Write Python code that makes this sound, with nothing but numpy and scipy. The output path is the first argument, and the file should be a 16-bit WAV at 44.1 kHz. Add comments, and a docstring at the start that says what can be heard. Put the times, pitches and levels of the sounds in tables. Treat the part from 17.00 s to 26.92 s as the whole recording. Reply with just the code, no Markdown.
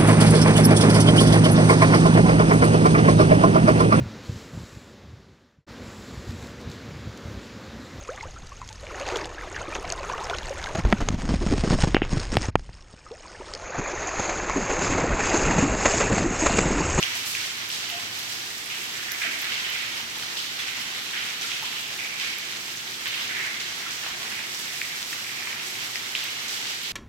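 """A large, hard-floored room with a leaking ceiling, heard through a pair of microphones.
Ventilation rumbles and hums behind a far shower of water on the wet floor and plastic sheeting.
Across the room drops plink into a bucket, splashes drum on the sheeting and something squeaks once.
Heavier dribbles spatter in bursts and trap chirping bubbles in the puddles.
Close to the microphones, single drops tick on the plastic, slap the floor and smack."""
import sys
import numpy as np
from scipy import signal
from scipy.fft import rfft, irfft, next_fast_len
from scipy.io import wavfile

SR = 44100
rng = np.random.default_rng(int(sys.argv[2]) if len(sys.argv) > 2 else 0)


def to_wav(sig):
    """Store sig (one row per channel, or 1-D mono) as 16-bit WAV at the path in sys.argv[1].

    Samples outside -1..1 are clipped; the rate is SR.
    """
    pcm = np.clip(np.atleast_2d(sig), -1, 1) * 32767
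    pcm = np.round(pcm).astype(np.int16)
    wavfile.write(sys.argv[1], SR, pcm.T)  # frames by channels


N = 437472
TIME = np.arange(N) / SR
SPATTER_LEAD_MS, FAR_DROP_PAN_DB = 0.33, -5   # spatter reaches the left microphone first; pan is left - right


def from_db(db):
    """Decibels to gain."""
    return 10 ** (np.asarray(db) / 20)


def unit_mid(x):
    """Scale a stereo sound so that its middle has rms 1."""
    return x / np.sqrt(np.mean(x.mean(0) ** 2) + 1e-20)


def in_time(rows):
    """The columns of a curve table at every sample."""
    times, *columns = np.transpose(rows)
    return [np.interp(TIME, times, column) for column in columns]


def at_hz(points, hz):
    """Read a table on a log-frequency axis."""
    f, value = np.transpose(points)
    return np.interp(np.log(hz + 1e-3), np.log(f), value)


def filtered(x, gain):
    """Apply a gain that is a function of frequency."""
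    size = next_fast_len(N + 4096, True)
    return irfft(rfft(x, size) * gain(np.fft.rfftfreq(size, 1 / SR)), size)[..., :N]


def coloured(x, spectrum):
    """Shape a sound by a table of f/Hz, level/dB."""
    return filtered(x, lambda hz: from_db(at_hz(spectrum, hz)))


def bandpass(x, low_hz, high_hz):
    """One gently sloped band of a sound."""
    return signal.sosfilt(signal.butter(2, [low_hz, high_hz], "band", fs=SR, output="sos"), x)


def drift(rate_hz):
    """A slow random wander with spread 1."""
    hop, settle = 100, 1000
    pole = np.exp(-2 * np.pi * rate_hz * hop / SR)
    noise = rng.standard_normal(N // hop + settle + 2)
    slow = signal.lfilter([1], [1, -2 * pole, pole * pole], noise)[settle:]
    return np.interp(np.arange(N) / hop, np.arange(len(slow)), slow / slow.std())


def by_chance(per_s, mean_db, range_hz, spread_db):
    """Minor events at random moments: rows of t/s, level/dB, f/Hz."""
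    when, size, pitch = rng.random((round(per_s * N / SR), 3)).T
    low, high = range_hz
    return list(zip(when * N / SR, mean_db + spread_db * (2 * size - 1), low * (high / low) ** pitch))


def impacts(per_s, spread_db, size=N):
    """Random droplet impacts of uneven strength, each from its own direction."""
    at = np.flatnonzero(rng.random(size) < per_s / SR)
    strength = np.minimum(rng.exponential(1, size)[at], 3.5)
    height = from_db(spread_db * strength) * rng.choice([-1, 1], size)[at]
    lag = rng.integers(-18, 19, size)[at]   # samples between the microphones
    out = np.zeros((2, size))
    out[0, at] = height
    out[1, (at + lag) % size] = height
    return out


def place(out, s, sound, pan_db=0, lead_ms=0):
    """Add a mono sound at a time and a side; the left microphone may hear it first."""
    sides = from_db(np.array([pan_db, -pan_db]) / 2)
    for channel, gain, early_s in zip(out, sides / sides.mean(), (lead_ms / 1000, 0)):
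        at = min(max(round((s - early_s) * SR), 0), N)
        channel[at:at + len(sound)] += gain * sound[:N - at]


def ping(hz, t60, rise_s, glide=0):
    """A damped sine that swells briefly and climbs by a share of its pitch as it dies; peak 1."""
    t = TIME[:SR // 3]
    envelope = from_db(-60 * t / t60) * (1 - np.exp(-t / rise_s)) ** 2
    wave = envelope * np.sin(2 * np.pi * hz * t * (1 + glide * t / t60 / 2))
    return wave / np.abs(wave).max()


# how alike the two microphones hear far sound: f/Hz, correlation
MIC_LIKENESS = [(60, .92), (180, .93), (370, .88), (700, .76), (1000, .15), (1400, -.3), (2500, -.05),
                (5000, 0)]


def diffuse_noise():
    """Noise from all sides: alike at both microphones in the bass, unlike in the treble."""
    noise = rng.standard_normal((2, N))
    mid = filtered(noise[0], lambda hz: np.sqrt(1 + at_hz(MIC_LIKENESS, hz)))
    side = filtered(noise[1], lambda hz: np.sqrt(1 - at_hz(MIC_LIKENESS, hz)))
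    return np.array([mid + side, mid - side])


# decay of the large room: f/Hz, t60/s
ROOM_DECAY = [(200, 0.35), (1000, 1), (3000, 0.95), (8000, 0.32), (16000, 0.2)]


def room(x, first_echo_s=0.0038):
    """Reverberation of unit energy: scattered early echoes thicken into a tail whose treble dies first."""
    t = TIME[:SR * 3 // 4]
    echoes = rng.standard_normal((2, len(t))) * (t > first_echo_s)
    echoes *= rng.random((2, len(t))) < .03 + (t / .08) ** 2
    echoes /= np.sqrt(np.minimum(0.012 + (t / 0.046) ** 2, 1))   # the early ones are stronger
    edges, response = np.geomspace(40, 18000, 8), 0
    for low, high in zip(edges, edges[1:]):
        t60 = at_hz(ROOM_DECAY, np.sqrt(low * high))
        response += bandpass(echoes, low, high) * from_db(-60 * t / t60)
    response /= np.sqrt((response ** 2).sum(1, keepdims=True))
    return signal.fftconvolve(x.mean(0, keepdims=True), response, axes=1)[:, :N]


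def far_rings(rows, swell_share, direct_db, room_db, glide=0):
    """Pitched rings from across the room; the longer ones also swell more slowly."""
    out = np.zeros((2, N))
    for s, db, hz, t60 in rows:
        place(out, s, from_db(db) * ping(hz, t60, swell_share * t60, glide))
    return from_db(direct_db) * out + from_db(room_db) * room(out)


def smacks(rows, ring_cycles, rise_cycles, gain_db, room_db):
    """Drops land: each a short pitched pulse from its own side, then the room."""
    out = np.zeros((2, N))
    for s, db, hz, pan_db, lead_ms in rows:
        pulse = ping(hz, ring_cycles / hz, rise_cycles / hz)
        place(out, s, from_db(db + gain_db) * pulse, pan_db, lead_ms)
    return out + from_db(room_db) * room(out)


# ventilation, all around the microphones: f/Hz, relative level/dB
VENT_SPECTRUM = [(15, -56), (25, -30), (43, -32), (75, -11.5), (112, 1.5), (196, -1), (237, 2), (283, -1),
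                 (346, 2), (520, -5), (680, -61), (1140, -120)]


def ventilation(rumble_db=-51.77, mains_hz=59.3, drone_hz=96, nearest_s=2.9, pass_s=1.3):
    """Steady air rumble; its hum swells and fades along the microphones' way through the room."""
    rumble = from_db(rumble_db) * unit_mid(coloured(diffuse_noise(), VENT_SPECTRUM))
    nearness = np.exp(-((TIME - nearest_s) / pass_s) ** 2)
    tones = [(mains_hz, -75 + 9 * nearness),
             (2 * mains_hz, -63.5 - 0.96 * TIME),   # the octave recedes slowly
             (drone_hz, -58.5 - 7 * TIME)]   # the drone is soon left behind
    hum = sum(from_db(db - drift(1.0)) * np.sin(2 * np.pi * hz * TIME) for hz, db in tones)
    return rumble + np.sqrt(2) * hum


# how hard the ceiling leaks: t/s, shower level/dB, drizzle relative level/dB
LEAK_FLOW = [(0.0, -34, -39.5), (0.44, -36, -50.5), (1.49, -37.5, -42.5), (2.57, -35.5, -44.5),
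             (3.06, -36, -46), (4.69, -35.5, -47), (6.05, -37, -43), (6.27, -35, -47), (6.88, -36, -47),
             (7.76, -37.5, -40), (9.56, -35, -46), (9.92, -38, -43)]
# the shower, far off in the room: f/Hz, relative level/dB
SHOWER_SPECTRUM = [(30, -42), (250, -23), (540, -11.5), (720, -7), (1050, -5), (1400, -0.95), (1900, 1.5),
                   (2200, 2.5), (2550, 1), (3050, 2.5), (4100, -0.2), (4900, -2.6), (5750, -3), (8070, -11),
                   (9400, -17), (11460, -16), (13320, -15), (14980, -21)]


def shower(grain_db=-9.0, flicker_db=0.72):
    """Countless far drops merge into a wash; the nearer ones stay grains, each in a band of its own."""
    edges, grains = np.geomspace(900, 16000, 10), 0
    for low, high in zip(edges, edges[1:]):
        grains += bandpass(unit_mid(impacts(per_s=75, spread_db=4.0)) + 1e-18, low, high)
    wash = unit_mid(diffuse_noise()) + from_db(grain_db) * grains
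    level_db = in_time(LEAK_FLOW)[0] + flicker_db * drift(8.0)
    return from_db(level_db) * unit_mid(coloured(wash, SHOWER_SPECTRUM))


# fine spray landing out in the room: f/Hz, relative level/dB
SPRAY_SPECTRUM = [(2000, -20.5), (3500, -2), (5000, 2), (6500, -1), (8000, -0.5), (9500, -10),
                  (12500, -5.5), (16000, -14)]


def drizzle(mean_db=-46, flow_follow=1.17, flicker_db=2.0):
    """The finest droplets fizz on the sheeting, louder and softer with the flow."""
    flow_db = in_time(LEAK_FLOW)[1]
    fizz = unit_mid(coloured(impacts(per_s=4000, spread_db=-0.5), SPRAY_SPECTRUM))
    return from_db(mean_db + flow_follow * (flow_db - flow_db.mean()) + flicker_db * drift(11.0)) * fizz


# splashes on the sheeting across the room: t/s, relative level/dB, f/Hz, t60/s
SHEETING_THUDS = [(2.246, -35.5, 660, 0.05), (2.262, -39, 400, 0.022), (2.265, -41, 243, 0.18),
                  (2.274, -36, 317, 0.07), (3.020, -42, 235, 0.13), (3.770, -41, 238, .15),
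                  (6.25, -44, 391, .2), (7.0635, -29.5, 710, 0.012), (7.064, -29, 1210, 0.0073),
                  (7.110, -46, 64.6, .07), (8.129, -36, 1340, .015), (8.472, -28, 1120, .012),
                  (8.66, -46, 366, .25)]


def sheeting():
    """Heavy splashes set the plastic sheeting ringing like a slack drum."""
    return far_rings(SHEETING_THUDS, swell_share=0.05, direct_db=-4.0, room_db=-4.5)


# bucket and puddles across the room: t/s, relative level/dB, f/Hz, t60/s
BUCKET_PLINKS = [(2.270, -28, 1330, .04), (2.645, -22, 3050, 0.045), (2.688, -23, 2980, .05),
                 (3.165, -32, 860, 0.035), (3.594, -22.5, 3370, .06), (3.775, -37, 1010, 0.063),
                 (4.438, -28, 1360, 0.069), (4.624, -25, 876, 0.025), (4.634, -31, 1200, .03),
                 (4.638, -29, 1010, 0.035), (4.666, -35, 940, .05), (4.997, -22, 2400, .025),
                 (5.027, -24, 2280, .025), (5.045, -24, 2260, .03), (5.065, -26, 2230, .025),
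                 (5.232, -21, 2200, .025), (5.262, -25, 2230, .025), (5.363, -29, 2250, 0.022),
                 (6.319, -22, 1850, .025), (6.408, -20, 2150, .03), (6.419, -21, 2060, .025),
                 (6.477, -29, 2140, .02), (6.539, -24, 2100, .02), (6.863, -25, 1347, 0.031),
                 (7.032, -24, 2780, 0.035), (8.130, -21, 2600, .025)]


def bucket():
    """Drops trap bubbles that ring and rise slightly in pitch."""
    return far_rings(BUCKET_PLINKS, swell_share=0.06, direct_db=-8.0, room_db=-11.5, glide=0.066)


def squeak(start_s=0.911, length_s=0.084, lowest_hz=694, swell_db=7, rough_db=4.0, room_db=-11):
    """A hollow squeak, as of a sole on the wet floor: it dips in pitch, swells and stops at once."""
    out = np.zeros((2, N))
    along = np.linspace(-1, 1, round(length_s * SR))
    hz = lowest_hz * (1 + .11 * along ** 4)
    level_db = -42 + swell_db * along + rough_db * drift(60)[:len(along)]
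    envelope = from_db(level_db) * np.sqrt(1 - along ** 2)
    place(out, start_s, envelope * np.sin(2 * np.pi * np.cumsum(hz) / SR))
    return out + from_db(room_db) * room(out)


def spatter(grains, grain_share, colour):
    """One second of droplet impacts blended with smooth noise, then coloured."""
    wash = unit_mid(rng.standard_normal((2, SR)))
    blend = np.sqrt(grain_share) * unit_mid(grains) + np.sqrt(1 - grain_share) * wash
    return unit_mid(irfft(rfft(blend) * colour, SR))


# dribbles on floor and sheeting, out in the room: t/s, level/dB, f/Hz, spread/octaves, pouring/s
DRIBBLES = [(0.025, -33, 2540, 0.59, 0.018), (0.155, -44, 5680, 0.21, 0.027), (0.262, -37, 4150, 0.69, 0.2),
            (0.351, -35.5, 2230, 0.49, 0.0045), (0.703, -36, 3840, 0.74, 0.05),
            (0.83, -38.5, 2830, 0.7, 0.026), (0.898, -38.7, 2930, 0.19, 0.0),
            (1.174, -45, 4070, 0.53, 0.15), (1.322, -42, 4660, 0.37, 0.022),
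            (1.701, -36.3, 2600, 0.37, 0.033), (1.945, -42, 2070, 0.45, 0.087),
            (2.085, -39, 1900, 0.31, 0.07), (2.219, -31.5, 2100, 0.46, 0.055),
            (2.425, -34.5, 2190, 0.69, 0.093), (2.521, -33.7, 2830, 0.66, 0.01),
            (2.64, -36, 2430, 0.51, 0.099), (2.75, -35.5, 2450, 0.54, 0.08),
            (3.368, -34.5, 3600, 0.48, 0.027), (3.59, -34.5, 2540, 0.84, 0.01),
            (3.68, -38.5, 2430, 0.49, 0.01), (3.76, -38, 2580, 0.91, 0.053),
            (3.949, -39, 3640, 0.23, 0.012), (4.135, -33.5, 2190, 0.53, 0.035),
            (4.172, -40.5, 2510, 0.83, 0.13), (4.412, -36, 3230, 0.82, 0.076),
            (4.503, -36.5, 2800, 0.35, 0.04), (4.645, -37, 3200, 0.31, 0), (4.76, -38.5, 2880, 0.28, 0.045),
            (4.987, -37.5, 2300, 0.2, 0.07), (5.2, -32.5, 3000, 0.72, 0.0089),
            (5.211, -37.5, 2250, 0.38, 0.09), (5.76, -48, 4900, 0.37, 0.0077),
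            (6.06, -33, 2530, 0.67, 0.015), (6.14, -35, 2730, 0.53, 0.0016), (6.29, -35, 1970, 0.34, 0.16),
            (6.375, -40, 2140, 0.2, 0.05), (6.602, -35.5, 2860, 0.8, 0), (6.826, -44, 1770, 0.59, 0.079),
            (6.909, -41.5, 5500, .3, 0), (7.032, -38.5, 2000, 0.96, 0.05), (7.202, -38, 1960, 1.26, 0.055),
            (7.315, -39, 2100, 0.38, 0.078), (7.546, -42.2, 4800, 0.31, 0), (7.816, -41, 2140, 0.17, 0.0),
            (8.13, -42.5, 1970, 0.86, 0.039), (8.265, -42, 2160, 0.27, 0), (8.355, -42, 2290, 0.21, 0.16),
            (8.472, -45, 1700, 0.88, 0.11), (8.66, -45, 5830, 0.68, 0.0031), (8.957, -43, 2390, 0.3, 0.0),
            (9.152, -34, 3100, 0.59, 0.017), (9.483, -38, 4440, 0.64, 0.043),
            (9.655, -36, 3160, 0.76, 0.08), (9.835, -38.5, 3230, 0.5, 0.077)]


def dribbles(rise_s=0.0019, forerun_s=.003, scatter_s=0.092, splash_t60=1, spray_t60=0.82):
    """A dribble breaks into droplets: first heard one by one, then as the smooth wash of the room."""
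    out, t = np.zeros((2, N + SR)), TIME[:SR]
    hz = np.fft.rfftfreq(SR, 1 / SR) + 1e-3
    swell = np.sqrt(1 - np.exp(-t / rise_s))
    distinct = np.exp(-t / scatter_s)
    spray_colour = from_db(at_hz(SPRAY_SPECTRUM, hz))
    thin = [(*row, 0.31, .02) for row in by_chance(3, -48, (1780, 5000), spread_db=6.5)]
    for s, db, pitch_hz, octaves, pour_s in DRIBBLES + thin:
        # droplets of like size splash around one pitch; the finest ones hiss far above it
        splash_colour = np.exp(-(np.log2(hz / pitch_hz) / octaves) ** 2 / 2)
        splash = spatter(impacts(per_s=400, spread_db=1.5, size=SR), 0.56 * distinct, splash_colour)
        spray = spatter(impacts(per_s=500, spread_db=2.0, size=SR), 0.98 * distinct, spray_colour)
        spray_db = -13.5 + 14 * np.log2(pitch_hz / 2820)   # finer splashes throw more spray
        dying_s = np.maximum(t - pour_s, 0)
        splash *= from_db(-60 * dying_s / splash_t60)
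        spray *= from_db(spray_db - 60 * dying_s / spray_t60)
        at = max(round((s - forerun_s) * SR), 0)
        out[:, at:at + SR] += from_db(db) * swell * (splash + spray)
    return out[:, :N]


def bubbles(per_dribble=4, common_hz=(2185, 3054), detune_octaves=.09, linger_s=.09, spread_db=2.0):
    """Each heavier dribble traps a few bubbles in the puddles; they chirp briefly inside its splash."""
    rows = []
    for s, db, pitch_hz, octaves, pour_s in DRIBBLES:
        for when, size, kind, detune in rng.random((per_dribble, 4)):
            near_hz = pitch_hz * 2 ** (octaves * (2 * kind - 1))
            hz = min(common_hz, key=lambda common: abs(np.log(common / near_hz)))
            hz *= 2 ** (detune_octaves * (2 * detune - 1))
            start_s = s + when * (pour_s + linger_s)
            rows.append((start_s, db + spread_db * (2 * size - 1), hz, FAR_DROP_PAN_DB, SPATTER_LEAD_MS))
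    return smacks(rows, ring_cycles=28, rise_cycles=2.0, gain_db=3.0, room_db=-2.0)


# spray on the plastic beside the right microphone: t/s, level/dB, length/s
MIST_PUFFS = [(0.152, -44, .03), (0.25, -42, .065), (1.185, -50, .04), (4.413, -51, .02)]
# its crackle from close up: f/Hz, relative level/dB
MIST_SPECTRUM = [(4000, -30), (7500, 1), (9500, -1), (13000, 0), (16000, -9)]


def mist(rise_s=.004, t60=.35, pan_db=-10):
    """Puffs of tiny droplets crackle on the nearest plastic and fade."""
    level = 0
    for s, db, length_s in MIST_PUFFS:
        t = np.maximum(TIME - s, 0)
        level += from_db(db - 60 * np.maximum(t - length_s, 0) / t60) * (1 - np.exp(-t / rise_s))
    crackle = coloured(impacts(per_s=2800, spread_db=2.5), MIST_SPECTRUM)
    crackle[0] *= from_db(pan_db)
    return level * unit_mid(crackle)


# droplets on plastic close to the microphones, with the bright crack of the big drops at 0.029 s and 8.957 s:
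# t/s, relative level/dB, f/Hz, pan/dB
PLASTIC_TICKS = [(0.0291, -30, 5600, 1), (0.154, -39, 8000, -11), (0.3515, -43, 6000, -2),
                 (0.690, -41, 12900, -15), (0.7363, -44, 6500, -4), (0.892, -43, 14000, -9),
                 (1.174, -46, 6500, -7), (1.191, -43, 12000, -10), (1.324, -42, 7500, -8),
                 (1.660, -43, 10000, -11), (1.9725, -43, 6400, -8), (2.1194, -37, 6040, -9),
                 (2.1196, -34, 12400, -18), (2.4178, -37, 14000, -14), (2.701, -42, 13000, -9),
                 (3.184, -43, 11500, -10), (4.303, -44, 6500, -4), (4.4125, -39, 6000, -1),
                 (4.4208, -43, 7500, -5), (5.384, -41, 12500, -6), (5.560, -48, 6440, -3),
                 (5.7737, -40, 6500, -3), (6.6035, -40, 6200, -3), (6.9093, -43, 6300, -4),
                 (7.5467, -41, 6000, -3), (7.7953, -49, 6300, -5), (8.029, -42, 6500, -2),
                 (8.1284, -43, 6000, -4), (8.6706, -43, 6500, -4), (8.9572, -37, 5000, 11),
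                 (9.240, -38, 13500, -2), (9.483, -42, 6500, -11), (9.833, -44, 12500, -10)]


def ticks(faint_pan_db=-11):
    """Droplets tick on the plastic: sharp ones close by, faint ones further off all the time."""
    near = [(*row, SPATTER_LEAD_MS) for row in PLASTIC_TICKS]
    faint = [(*row, faint_pan_db, 0) for row in by_chance(3.9, -38.5, (6000, 13500), spread_db=12.0)]
    return (smacks(near, ring_cycles=9.0, rise_cycles=1.2, gain_db=20.0, room_db=-3.0)
            + smacks(faint, ring_cycles=9.2, rise_cycles=1.3, gain_db=3.5, room_db=-3.0))


# dribbles landing flat on the floor close by: t/s, relative level/dB, f/Hz, pan/dB
FLOOR_SLAPS = [(0.0286, -15.5, 1700, 2), (0.7030, -15, 3200, -7), (0.9, -14.5, 3050, -7),
               (1.7016, -24, 2780, -7), (2.218, -17, 2000, -9), (2.5224, -13, 2900, -13),
               (3.3710, -14, 3700, -9), (3.5995, -19, 3000, -7), (3.949, -26, 2500, -3),
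               (4.135, -22, 2500, -5), (4.176, -19, 2700, -6), (4.5189, -16, 3090, -10),
               (4.991, -19, 2470, -7), (5.199, -20, 3320, -5), (5.2112, -15, 3100, -10),
               (6.0568, -23, 2200, -5), (6.07, -12.5, 2800, -6), (6.292, -20, 2100, -6),
               (6.6034, -18, 3700, 0), (7.0645, -24, 2900, -3), (7.202, -25, 3400, -4),
               (8.0284, -14, 4200, 1)]


def slaps(fragments=4, scatter_s=0.026, fragment_db=-9, fading_db=10.0, spread_octaves=0.43):
    """The head of a dribble cracks on the wet floor and scatters droplets, the later ones weaker."""
    hits = list(FLOOR_SLAPS)
    for s, db, hz, pan_db in FLOOR_SLAPS:
        for late, fine in rng.random((fragments, 2)):
            fragment_hz = hz * 2 ** (spread_octaves * (2 * fine - 1))
            hits.append((s + scatter_s * late, db + fragment_db - fading_db * late, fragment_hz, pan_db / 2))
    rows = [(*hit, SPATTER_LEAD_MS) for hit in hits]
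    return smacks(rows, ring_cycles=3.7, rise_cycles=1.2, gain_db=-1.0, room_db=-3.0)


# big drops near the microphones: t/s, relative level/dB, f/Hz, pan/dB, left microphone's lead/ms
NEAR_DROPS = [(0.0283, -6, 2730, 0, .36), (0.0360, -5, 3180, -1, 0.4), (0.038, -16, 2900, -1, .36),
              (0.046, -14, 2800, -3, 0.28), (0.3509, -9.5, 2440, -2, .38), (2.030, -23, 1630, -3, 0.042),
              (2.221, -11, 2300, -11, .45), (2.2352, -13, 2400, -10, 0), (2.2445, -17, 2200, -3, 0),
              (3.683, -21, 2200, -2, 0), (3.754, -27, 2100, -2, 0), (3.990, -24, 2220, -4, 0),
              (6.3818, -21, 2150, -6, 0), (6.404, -17, 2230, -10, 0), (6.826, -22, 1920, -3, 0),
              (7.0625, -23, 1700, -2, 0), (7.333, -24, 2250, -4, 0), (7.816, -7.5, 2240, 0, 0),
              (7.8505, -22, 2490, -6, 0), (8.1288, -17, 1870, 3, 0.071), (8.1315, -20, 1900, 0, 0),
              (8.266, -19, 2350, -4, 0.056), (8.293, -21, 2040, -3, 0), (8.425, -16, 2040, -3, 0.048),
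              (8.472, -14, 2200, -4, .4), (8.4822, -24, 2150, 0, 0), (8.529, -16, 2300, -3, 0),
              (8.599, -17, 2510, -2, 0), (8.7537, -18, 2570, -3, 0), (8.957, -14, 2140, 3, 0.029),
              (9.1518, -5.5, 2880, -2, 0), (9.655, -19, 2100, 0, 0.078)]


def drops(rebound_s=0.0076, rebound_db=-12, rebound_pitch=1.06):
    """Big drops smack close by, each followed a moment later by a fainter, slightly higher repeat; further off,
    lone ones fall."""
    rebounds = [(s + rebound_s, db + rebound_db, hz * rebound_pitch, *side)
                for s, db, hz, *side in NEAR_DROPS]
    lone = [(*row, FAR_DROP_PAN_DB, SPATTER_LEAD_MS)
            for row in by_chance(6.8, -31, (1880, 3570), spread_db=1.0)]
    return (smacks(NEAR_DROPS + rebounds, ring_cycles=6.6, rise_cycles=2.3, gain_db=-5.0, room_db=-8.5)
            + smacks(lone, ring_cycles=6.5, rise_cycles=1.4, gain_db=-0.5, room_db=-2.0))


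# left microphone against right, for far sound: f/Hz, level/dB
MIC_BALANCE = [(60, 0.5), (330, -0.8), (600, 0), (1170, -1.0), (1700, -1.5), (2450, -6.5), (3100, -3),
               (4300, -1), (5800, -0.8), (7000, -6), (8800, -19.5), (12500, -9.5), (15000, -7.5)]


def microphone_gains(hz):
    """Left and right gains that tilt the balance at constant total power."""
    ratio = from_db(at_hz(MIC_BALANCE, hz))
    return np.array([ratio, np.ones_like(hz)]) * np.sqrt(2 / (1 + ratio ** 2))


def scene():
    """The far water and air take the colour of each microphone; near drops keep their own side."""
    far = bucket() + sheeting() + shower() + drizzle() + dribbles() + ventilation() + squeak()
    return filtered(far, microphone_gains) + drops() + slaps() + bubbles() + ticks() + mist()


def record(dry):
    """The top is cut steeply just under 16 kHz."""
    return signal.sosfilt(signal.ellip(12, .1, 80, 15950, fs=SR, output="sos"), dry)


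dry = scene()
out = record(dry)
to_wav(out)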